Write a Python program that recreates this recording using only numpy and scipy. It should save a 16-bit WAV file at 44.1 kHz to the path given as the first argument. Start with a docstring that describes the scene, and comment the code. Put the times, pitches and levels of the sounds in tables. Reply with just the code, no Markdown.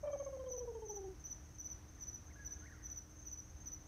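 """Garden at night: a small owl gives one falling trill, notes cut from one gliding reed-like tone.
A near cricket chirps in twos and threes, a toothed file exciting a ringing wing.
Farther crickets are short rising tone strokes over a blurred wash; distant nightjar whistles are glides.
A machine hums in steady lines with a thin whine, under soft shaped-noise hiss."""
import sys
import numpy as np
from scipy import signal
from scipy.fft import rfft, irfft
from scipy.io import wavfile

SR = 44100
rng = np.random.default_rng(int(sys.argv[2]) if len(sys.argv) > 2 else 0)


def makeup_ratio(level_db):
    """Linear amplitude ratio for a level in decibels (20 dB per factor of ten)."""
    decades = np.asarray(level_db, float) / 20
    return 10 ** decades


def unload_audio(sound):
    """Save the sound as a 16-bit wav file, at the path given as the first command line argument."""
    columns = np.transpose(np.atleast_2d(sound))
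    # keep every value between -1 and 1, then stretch to whole-number steps
    steps = np.round(np.clip(columns, -1, 1) * 32767)
    wavfile.write(sys.argv[1], SR, steps.astype(np.int16))


N = 170667  # samples

# machine hum lines: pitch_hz, level_db (rms), waver_db
HUM_LINES = [(38.4, -69, 1), (56.74, -64, 2), (75.87, -61, 0.5), (118.6, -69.5, 0), (189.2, -76, 2),
             (304.8, -70.5, -1.5)]
WHINE_HZ, WHINE_DB, WHINE_WAVER_DB = 11391, -94, 2.0
# night hiss and rumble spectrum: freq_hz, relative_density_db (per Hz)
HISS_SPECTRUM = [(15, -55), (25, -10.5), (65, -2.5), (146, -12.5), (182, -17.5), (273, -18), (305, -17.5),
                 (426, -23.5), (1630, -29.5), (2980, -38), (5200, -39.5), (6760, -47), (11400, -120)]
HISS_DB = -59
# high hiss spectrum: freq_hz, relative_density_db (per Hz)
AIR_SPECTRUM = [(3500, -59), (5000, -5.5), (5600, 7.5), (6600, -5), (7200, -7), (9800, -7), (10500, -13.5),
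                (11300, -7.5), (14500, -12), (15600, -4)]
AIR_DB = -75
# blurred cricket chorus bands: centre_hz, width_hz, level_db (rms)
CHORUS_BANDS = [(5780, 86, -80.5), (6050, 110, -75.5), (6292, 400, -78), (6364, 140, -77),
                (3063, 17, -101.5), (11850, 180, -93.5)]

# nightjar whistles, one list per glide: time_s, pitch_hz, level_db
NIGHTJAR_GLIDES = [
    [(1.97, 2240, -68), (1.982, 1850, -66), (2.003, 1470, -74)],
    [(2.23, 1100, -78), (2.285, 1370, -71), (2.297, 1630, -63), (2.312, 2230, -62.5), (2.33, 1800, -69)],
    [(2.352, 1350, -68), (2.365, 1680, -59), (2.38, 1650, -68), (2.40, 1685, -58), (2.437, 1650, -61),
     (2.458, 1350, -74)],
    [(2.61, 1320, -68), (2.63, 1480, -64), (2.646, 1530, -60), (2.671, 2235, -61), (2.682, 1880, -63),
     (2.70, 1810, -68)],
    [(2.696, 1440, -63), (2.709, 1620, -61), (2.718, 1960, -64), (2.728, 1700, -65), (2.74, 1450, -65),
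     (2.77, 1330, -70), (2.805, 1083, -75)],
]
NIGHTJAR_WET_DB, NIGHTJAR_FLUTTER_DB = -5, 2.5

# farther crickets, per singer: pitch_hz, strokes (middle_s, level_db)
FAR_SINGERS = [ (6225, [(.128, -55.5), (.188, -59), (.245, -56.5), (.495, -55), (.545, -52), (.6, -57.5),
               (.866, -53), (.936, -58), (.98, -69), (1.21, -60), (1.283, -52.5), (1.34, -58.5),
               (1.555, -57.5), (1.637, -59), (1.697, -57), (1.895, -60), (1.956, -61), (2.0, -57),
               (2.057, -56.5), (2.275, -58), (2.34, -59.5), (2.425, -58.5), (2.615, -57.5), (2.668, -60.5),
               (2.838, -56), (2.898, -54), (3.114, -59), (3.168, -58.5), (3.198, -56), (3.443, -66),
               (3.505, -60.5), (3.575, -59), (3.815, -59.5)]), (6320, [(.195, -53), (.253, -56), (.5, -57),
               (.57, -61), (.865, -64), (.922, -51), (1.205, -63.5), (1.275, -64), (1.59, -64),
               (2.54, -56.5), (2.6, -56), (2.87, -61), (2.93, -60), (3.228, -56.5), (3.297, -55),
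               (3.616, -55), (3.675, -61)]), (6440, [(0.697, -68), (0.752, -63.5), (1.074, -64),
               (1.455, -65), (1.51, -68), (2.146, -68), (2.548, -65), (2.895, -68), (3.455, -61),
               (3.508, -65), (3.806, -74), (3.863, -67)])]
FAR_RISE_HZ_PER_S, FAR_SPREAD_HZ, FAR_STROKE_S = 2110, 14.7, 0.014

# near cricket wing strokes: middle_s, level_db (before file and ring gains)
NEAR_STROKES = [(.522, -46), (.582, -45), (0.9, -44), (0.961, -44), (1.257, -44.5), (1.316, -43),
                (1.601, -44.5), (1.66, -44), (1.718, -44.5), (2.026, -45), (2.0865, -45), (2.147, -46),
                (2.465, -45), (2.525, -44.5), (2.857, -46.5), (2.917, -45.5), (2.977, -45), (3.272, -46),
                (3.331, -44.5), (3.391, -46.5), (3.675, -44), (3.735, -45)]
# one stroke of the file over the wing: offset_s (from middle), tooth_rate_hz, relative_db
FILE_STROKE = [(-.018, 5877, -0.5), (-.013, 5916, -6.5), (-.010, 6062, -19), (-.006, 6032, -7),
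               (.004, 5969, -4), (.007, 5839, -8), (.011, 5890, 1), (0.017, 5684, -5.5), (0.021, 5600, -20)]
WING_HZ, WING_WIDTH_HZ, WING_RING_DB, FILE_DB = 6014, 57, 7, -3.5
OCTAVE_HZ, OCTAVE_S, OCTAVE_DB = 12006, 0.011, -20.5

# owl tone glide: time_s, pitch_hz
OWL_GLIDE = [(0.03, 586.3), (0.636, 481), (0.994, 395), (1.01, 388.4), (1.14, 370.2)]
# owl beats, a full note then a muffled one until the next beat:
# start_s, full_length_s, full_db, muffled_db, brightness_db (overtones)
OWL_NOTES = [(0.033, 0.023, -36, -38.5, -6), (0.073, 0.029, -36, -42, 0.5), (0.132, 0.027, -35, -46, 2),
             (0.2, 0.026, -38, -48, 2.5), (0.264, 0.027, -39.5, -47, 4), (0.329, 0.041, -42, -45, 0.8),
             (.396, 0.043, -43.5, -43.5, 2), (0.466, 0.04, -41.5, -43, -1.5),
             (0.536, 0.042, -41.5, -43, -2.5), (0.607, 0.046, -41, -49, -4), (0.677, .042, -41, -47.5, 0),
             (.752, .039, -42.5, -50, 0.5), (0.823, 0.045, -44, -48.5, 3), (0.896, 0.041, -46, -48.5, 6.5),
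             (.968, 0.042, -46.5, -46.5, 5), (1.042, 0.044, -45, -48.5, 0.2)]
# owl overtones: multiple, relative_db (full note, time 0), change_db_per_s, muffled_change_db
OWL_PARTIALS = [(2, -21, 11, -9), (3, -31.5, -19, 4), (4, -27.5, -23, 3)]
# faint high pips at the head of some owl notes: middle_s, level_db
OWL_PIPS = [(.075, -68.5), (.133, -66), (.2, -69.5), (.4, -68.5), (.468, -65.5), (0.538, -70), (.609, -73),
            (.757, -73.5), (.826, -72), (.897, -75), (.968, -73), (1.043, -76)]
PIP_HZ, PIP_SPREAD_HZ, PIP_S = 3146, 25, 0.0073
OWL_END_S, OWL_OVERLAP_S, OWL_SAG_HZ = 1.15, 0.006, 29
OWL_FIRST_RISE_S, OWL_RISE_S, OWL_RELEASE_S, OWL_LAST_RELEASE_S = 0.016, 0.010, 0.011, 0.058
SLIP_TURNS, SLIP_SPREAD_TURNS, FUSED_S, FUSING_S = 0.42, 0.057, 0.97, 0.14
FULL_FADE_DB, MUFFLED_FADE_DB, MUFFLED_FADE_LOSS_DB_PER_S = 4.5, 11, 5
OVERTONE_DB, OVERTONE_FADE_DB, OVERTONE_FADE_GAIN_DB_PER_S = 0.5, 14, 3
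BREATH_HZ, BREATH_WIDTH_HZ, BREATH_DB, BREATH_LOSS_DB_PER_S = 900, 520, -24, 23
CATCH_HZ, CATCH_FALL_HZ_PER_S, CATCH_S, CATCH_DELAY_S = 750, 20000, 0.0035, 0.002
CATCH_DB, CATCH_LOSS_DB_PER_S, CATCH_SPREAD_DB = -13, 8, 2

GARDEN_T60_S, GARDEN_ECHO_S, FIELD_T60_S, FIELD_ECHO_S = 0.42, 0.015, 0.8, 0.075
OWL_WET_DB, CRICKET_WET_DB, FAR_WET_DB = -23, -14.5, -5


def tick():
    """Clock in seconds."""
    return np.arange(N) / SR


def rms_one(x):
    """Scale to rms 1."""
    return x / np.sqrt(np.mean(x ** 2) + 1e-20)


def drift(rate_hz):
    """Slow random wander of spread 1: noise through two equal poles, run at SR / 40."""
    r = np.exp(-80 * np.pi * rate_hz / SR)
    noise = rng.standard_normal(N // 40 + 2002)
    slow = signal.lfilter([1], [1, -2 * r, r * r], noise)[2000:]
    return np.interp(np.arange(N) / 40, np.arange(len(slow)), rms_one(slow - slow.mean()))


def gate(t, start_s, end_s, rise_s, fall_s):
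    """Smooth rise after start, smooth fall before end."""
    ramp = np.minimum((t - start_s) / rise_s, (end_s - t) / fall_s)
    return np.sin(np.pi / 2 * np.clip(ramp, 0, 1)) ** 2


def resonance(x, hz, width_hz):
    """One resonance, gain 1 on top."""
    r = np.exp(-np.pi * width_hz / SR)
    zeros = [(1 - r * r) / 2, 0, (r * r - 1) / 2]
    return signal.lfilter(zeros, [1, -2 * r * np.cos(2 * np.pi * hz / SR), r * r], x)


def band_noise(n, hz, width_hz):
    """Noise through the same resonance twice, rms 1."""
    once = resonance(rng.standard_normal(n), hz, width_hz)
    return rms_one(resonance(once, hz, width_hz))


def coloured(spectrum):
    """Noise with the given spectrum, rms 1."""
    hz, db = np.transpose(spectrum)
    bins_hz = np.maximum(np.arange(N // 2 + 1) * SR / N, 1)
    shape = makeup_ratio(np.interp(np.log(bins_hz), np.log(hz), db))
    shape = shape * (bins_hz > hz[0]) * (bins_hz < hz[-1])
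    return rms_one(irfft(rfft(rng.standard_normal(N)) * shape, N))


def scattered_return(x, t60_s, first_s):
    """Scatter from leaves and walls: convolution with noise that dies away."""
    t = tick()[:SR]
    tail = rng.standard_normal(SR) * makeup_ratio(-60 * t / t60_s) * (t > first_s)
    return signal.fftconvolve(x, tail / np.sqrt(np.sum(tail ** 2)))[:N]


def hiss():
    """Broadband noise of wavering level plus steady high noise."""
    low = makeup_ratio(HISS_DB + 0.84 * drift(1.7)) * coloured(HISS_SPECTRUM)
    return low + makeup_ratio(AIR_DB) * coloured(AIR_SPECTRUM)


def machine_hum():
    """Sines of fixed pitch whose levels may waver, and one thin high whine."""
    out = np.zeros(N)
    for hz, db, waver_db in HUM_LINES + [(WHINE_HZ, WHINE_DB, WHINE_WAVER_DB)]:
        level = np.sqrt(2) * makeup_ratio(db + waver_db * drift(2.9))
        out += level * np.sin(2 * np.pi * (hz * tick() + rng.random()))
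    return out


def cricket_wash():
    """Still farther crickets blurred into narrow noise bands of wavering level."""
    return sum(makeup_ratio(db + 2.2 * drift(12.0)) * band_noise(N, hz, width_hz)
               for hz, width_hz, db in CHORUS_BANDS)


def nightjar():
    """Gliding whistles with wavering pitch, fluttering in level on their long way."""
    t, out, waver_hz = tick(), np.zeros(N), 13 * drift(45)
    for rows in NIGHTJAR_GLIDES:
        s, hz, db = np.transpose(rows)
        level = makeup_ratio(np.interp(t, s, db)) * gate(t, s[0], s[-1], 0.004, 0.0029)
        turns = np.cumsum(np.interp(t, s, hz) + waver_hz) / SR
        out += level * np.sin(2 * np.pi * turns)
    return out * makeup_ratio(NIGHTJAR_FLUTTER_DB * drift(85))


def far_crickets():
    """Short bell-shaped strokes of rising pitch from three singers."""
    u, out = tick()[:int(0.08 * SR)] - 0.04, np.zeros(N + SR)
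    for hz, strokes in FAR_SINGERS:
        for middle_s, db in strokes:
            i = int((middle_s - 0.04) * SR)
            pitch_hz = hz + FAR_SPREAD_HZ * rng.standard_normal() + FAR_RISE_HZ_PER_S * u
            tone = np.sin(2 * np.pi * np.cumsum(pitch_hz) / SR)
            out[i:i + len(u)] += makeup_ratio(db) * np.exp(-(u / FAR_STROKE_S) ** 2) * tone
    return out[:N]


def near_cricket():
    """File teeth drive the wing at a changing rate; the wing rings on and beats against them."""
    at_s, rate_hz, level_db = np.transpose(FILE_STROKE)
    u = tick()[:int(0.06 * SR)] - 0.03
    file, octave = np.zeros(N), np.zeros(N)
    swell = makeup_ratio(np.interp(u, at_s, level_db)) * gate(u, at_s[0], at_s[-1], 0.0027, 0.0018)
    grain = makeup_ratio(1.7 * drift(110))  # uneven teeth
    for middle_s, db in NEAR_STROKES:
        luck = rng.standard_normal()
        i = int((middle_s - 0.03) * SR)
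        now = slice(i, i + len(u))
        turns = np.cumsum(np.interp(u, at_s, rate_hz) + 4.2 * luck) / SR
        file[now] += makeup_ratio(db) * swell * grain[now] * np.sin(2 * np.pi * turns)
        bell = np.exp(-(u / OCTAVE_S) ** 2)
        tone = np.sin(2 * np.pi * (OCTAVE_HZ + 15 * luck) * u)
        octave[now] += makeup_ratio(db + OCTAVE_DB) * bell * grain[now] * tone
    ring = resonance(file, WING_HZ, WING_WIDTH_HZ)
    return makeup_ratio(FILE_DB) * file + makeup_ratio(WING_RING_DB) * ring + octave


def owl_catch(u, db):
    """Brief falling tone, a catch between full and muffled note."""
    turns = (CATCH_HZ - CATCH_FALL_HZ_PER_S * u / 2) * u
    return makeup_ratio(db) * np.exp(-(u / CATCH_S) ** 2) * np.sin(2 * np.pi * turns)


def owl_pips(t):
    """Faint high tone bursts with bell-shaped envelopes."""
    out = np.zeros(len(t))
    for middle_s, db in OWL_PIPS:
        u = t - middle_s
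        hz = PIP_HZ + PIP_SPREAD_HZ * rng.standard_normal()
        out += makeup_ratio(db) * np.exp(-(u / PIP_S) ** 2) * np.sin(2 * np.pi * hz * u)
    return out


def owl():
    """One reed-like tone cut into sagging notes; overtones fade within a note, breath over the trill."""
    t, out = tick()[:int(1.3 * SR)], np.zeros(N)
    glide_turns = np.cumsum(np.interp(t, *np.transpose(OWL_GLIDE))) / SR
    breath = band_noise(len(t), BREATH_HZ, BREATH_WIDTH_HZ)
    slip_turns = 0
    ends_s = [row[0] for row in OWL_NOTES[1:]] + [OWL_END_S]
    for (s, length_s, full_db, muffled_db, bright_db), end_s in zip(OWL_NOTES, ends_s):
        luck = rng.standard_normal(2)
        apart = np.clip((FUSED_S - s) / FUSING_S, 0, 1)  # notes fuse near the end
        split_s = s + length_s
        muffled_fade_db = max(MUFFLED_FADE_DB - MUFFLED_FADE_LOSS_DB_PER_S * s, 0)
        notes = ((s, split_s, full_db, FULL_FADE_DB, 0),
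                 (split_s, end_s, muffled_db, muffled_fade_db, 1))
        for start_s, stop_s, db, fade_db, muffled in notes:
            now = slice(int((start_s - 0.01) * SR), int((stop_s + 0.01) * SR))
            u = t[now]
            done = (u - start_s) / (stop_s - start_s)
            # muffled notes start out of step until fused
            slip_turns += apart * (muffled * SLIP_TURNS + SLIP_SPREAD_TURNS * luck[muffled])
            sag_turns = OWL_SAG_HZ * (stop_s - start_s) * done * (1 - done) / 2
            phase = 2 * np.pi * (glide_turns[now] + sag_turns + slip_turns)
            tops = sum(makeup_ratio(a_db + b_db * s + muffled * c_db) * np.sin(round(k) * phase)
                       for k, a_db, b_db, c_db in OWL_PARTIALS)
            tops_fade_db = (OVERTONE_FADE_DB + OVERTONE_FADE_GAIN_DB_PER_S * s) * done ** 2
            tops = tops * makeup_ratio(bright_db + OVERTONE_DB - tops_fade_db)
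            air = makeup_ratio(BREATH_DB - BREATH_LOSS_DB_PER_S * s) * breath[now]
            rise_s = OWL_FIRST_RISE_S if start_s == OWL_NOTES[0][0] else OWL_RISE_S
            release_s = OWL_LAST_RELEASE_S if stop_s == OWL_END_S else OWL_RELEASE_S
            shape = gate(u, start_s - OWL_OVERLAP_S, stop_s + OWL_OVERLAP_S, rise_s, release_s)
            level = makeup_ratio(db - apart * fade_db * done ** 2)
            out[now] += level * shape * (np.sin(phase) + tops + air)
        catch_db = full_db + CATCH_DB - CATCH_LOSS_DB_PER_S * s + CATCH_SPREAD_DB * luck[1]
        out[:len(t)] += owl_catch(t - split_s - CATCH_DELAY_S, catch_db)
    out[:len(t)] += owl_pips(t)
    return out


def scene():
    """Near voices almost dry, far ones wet, over hum and hiss."""
    floor = hiss() + machine_hum() + cricket_wash()
    bird, chirps, cricket, trill = nightjar(), far_crickets(), near_cricket(), owl()
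    sends = makeup_ratio(OWL_WET_DB) * trill + makeup_ratio(CRICKET_WET_DB) * cricket + makeup_ratio(FAR_WET_DB) * chirps
    wet = scattered_return(sends, GARDEN_T60_S, GARDEN_ECHO_S)
    wet = wet + makeup_ratio(NIGHTJAR_WET_DB) * scattered_return(bird, FIELD_T60_S, FIELD_ECHO_S)
    return (trill + cricket + chirps + bird + wet + floor)[None]


def roll_off(x):
    """The treble ends steeply here."""
    return signal.sosfilt(signal.butter(12, 15690, fs=SR, output="sos"), x)


def record(dry):
    """The microphone drops the deepest bass: third-order high-pass at 32 Hz."""
    bass_cut = signal.butter(3, 32, "high", fs=SR, output="sos")
    mix = signal.sosfilt(bass_cut, dry)
    return roll_off(mix)


dry = scene()
out = record(dry)
unload_audio(out)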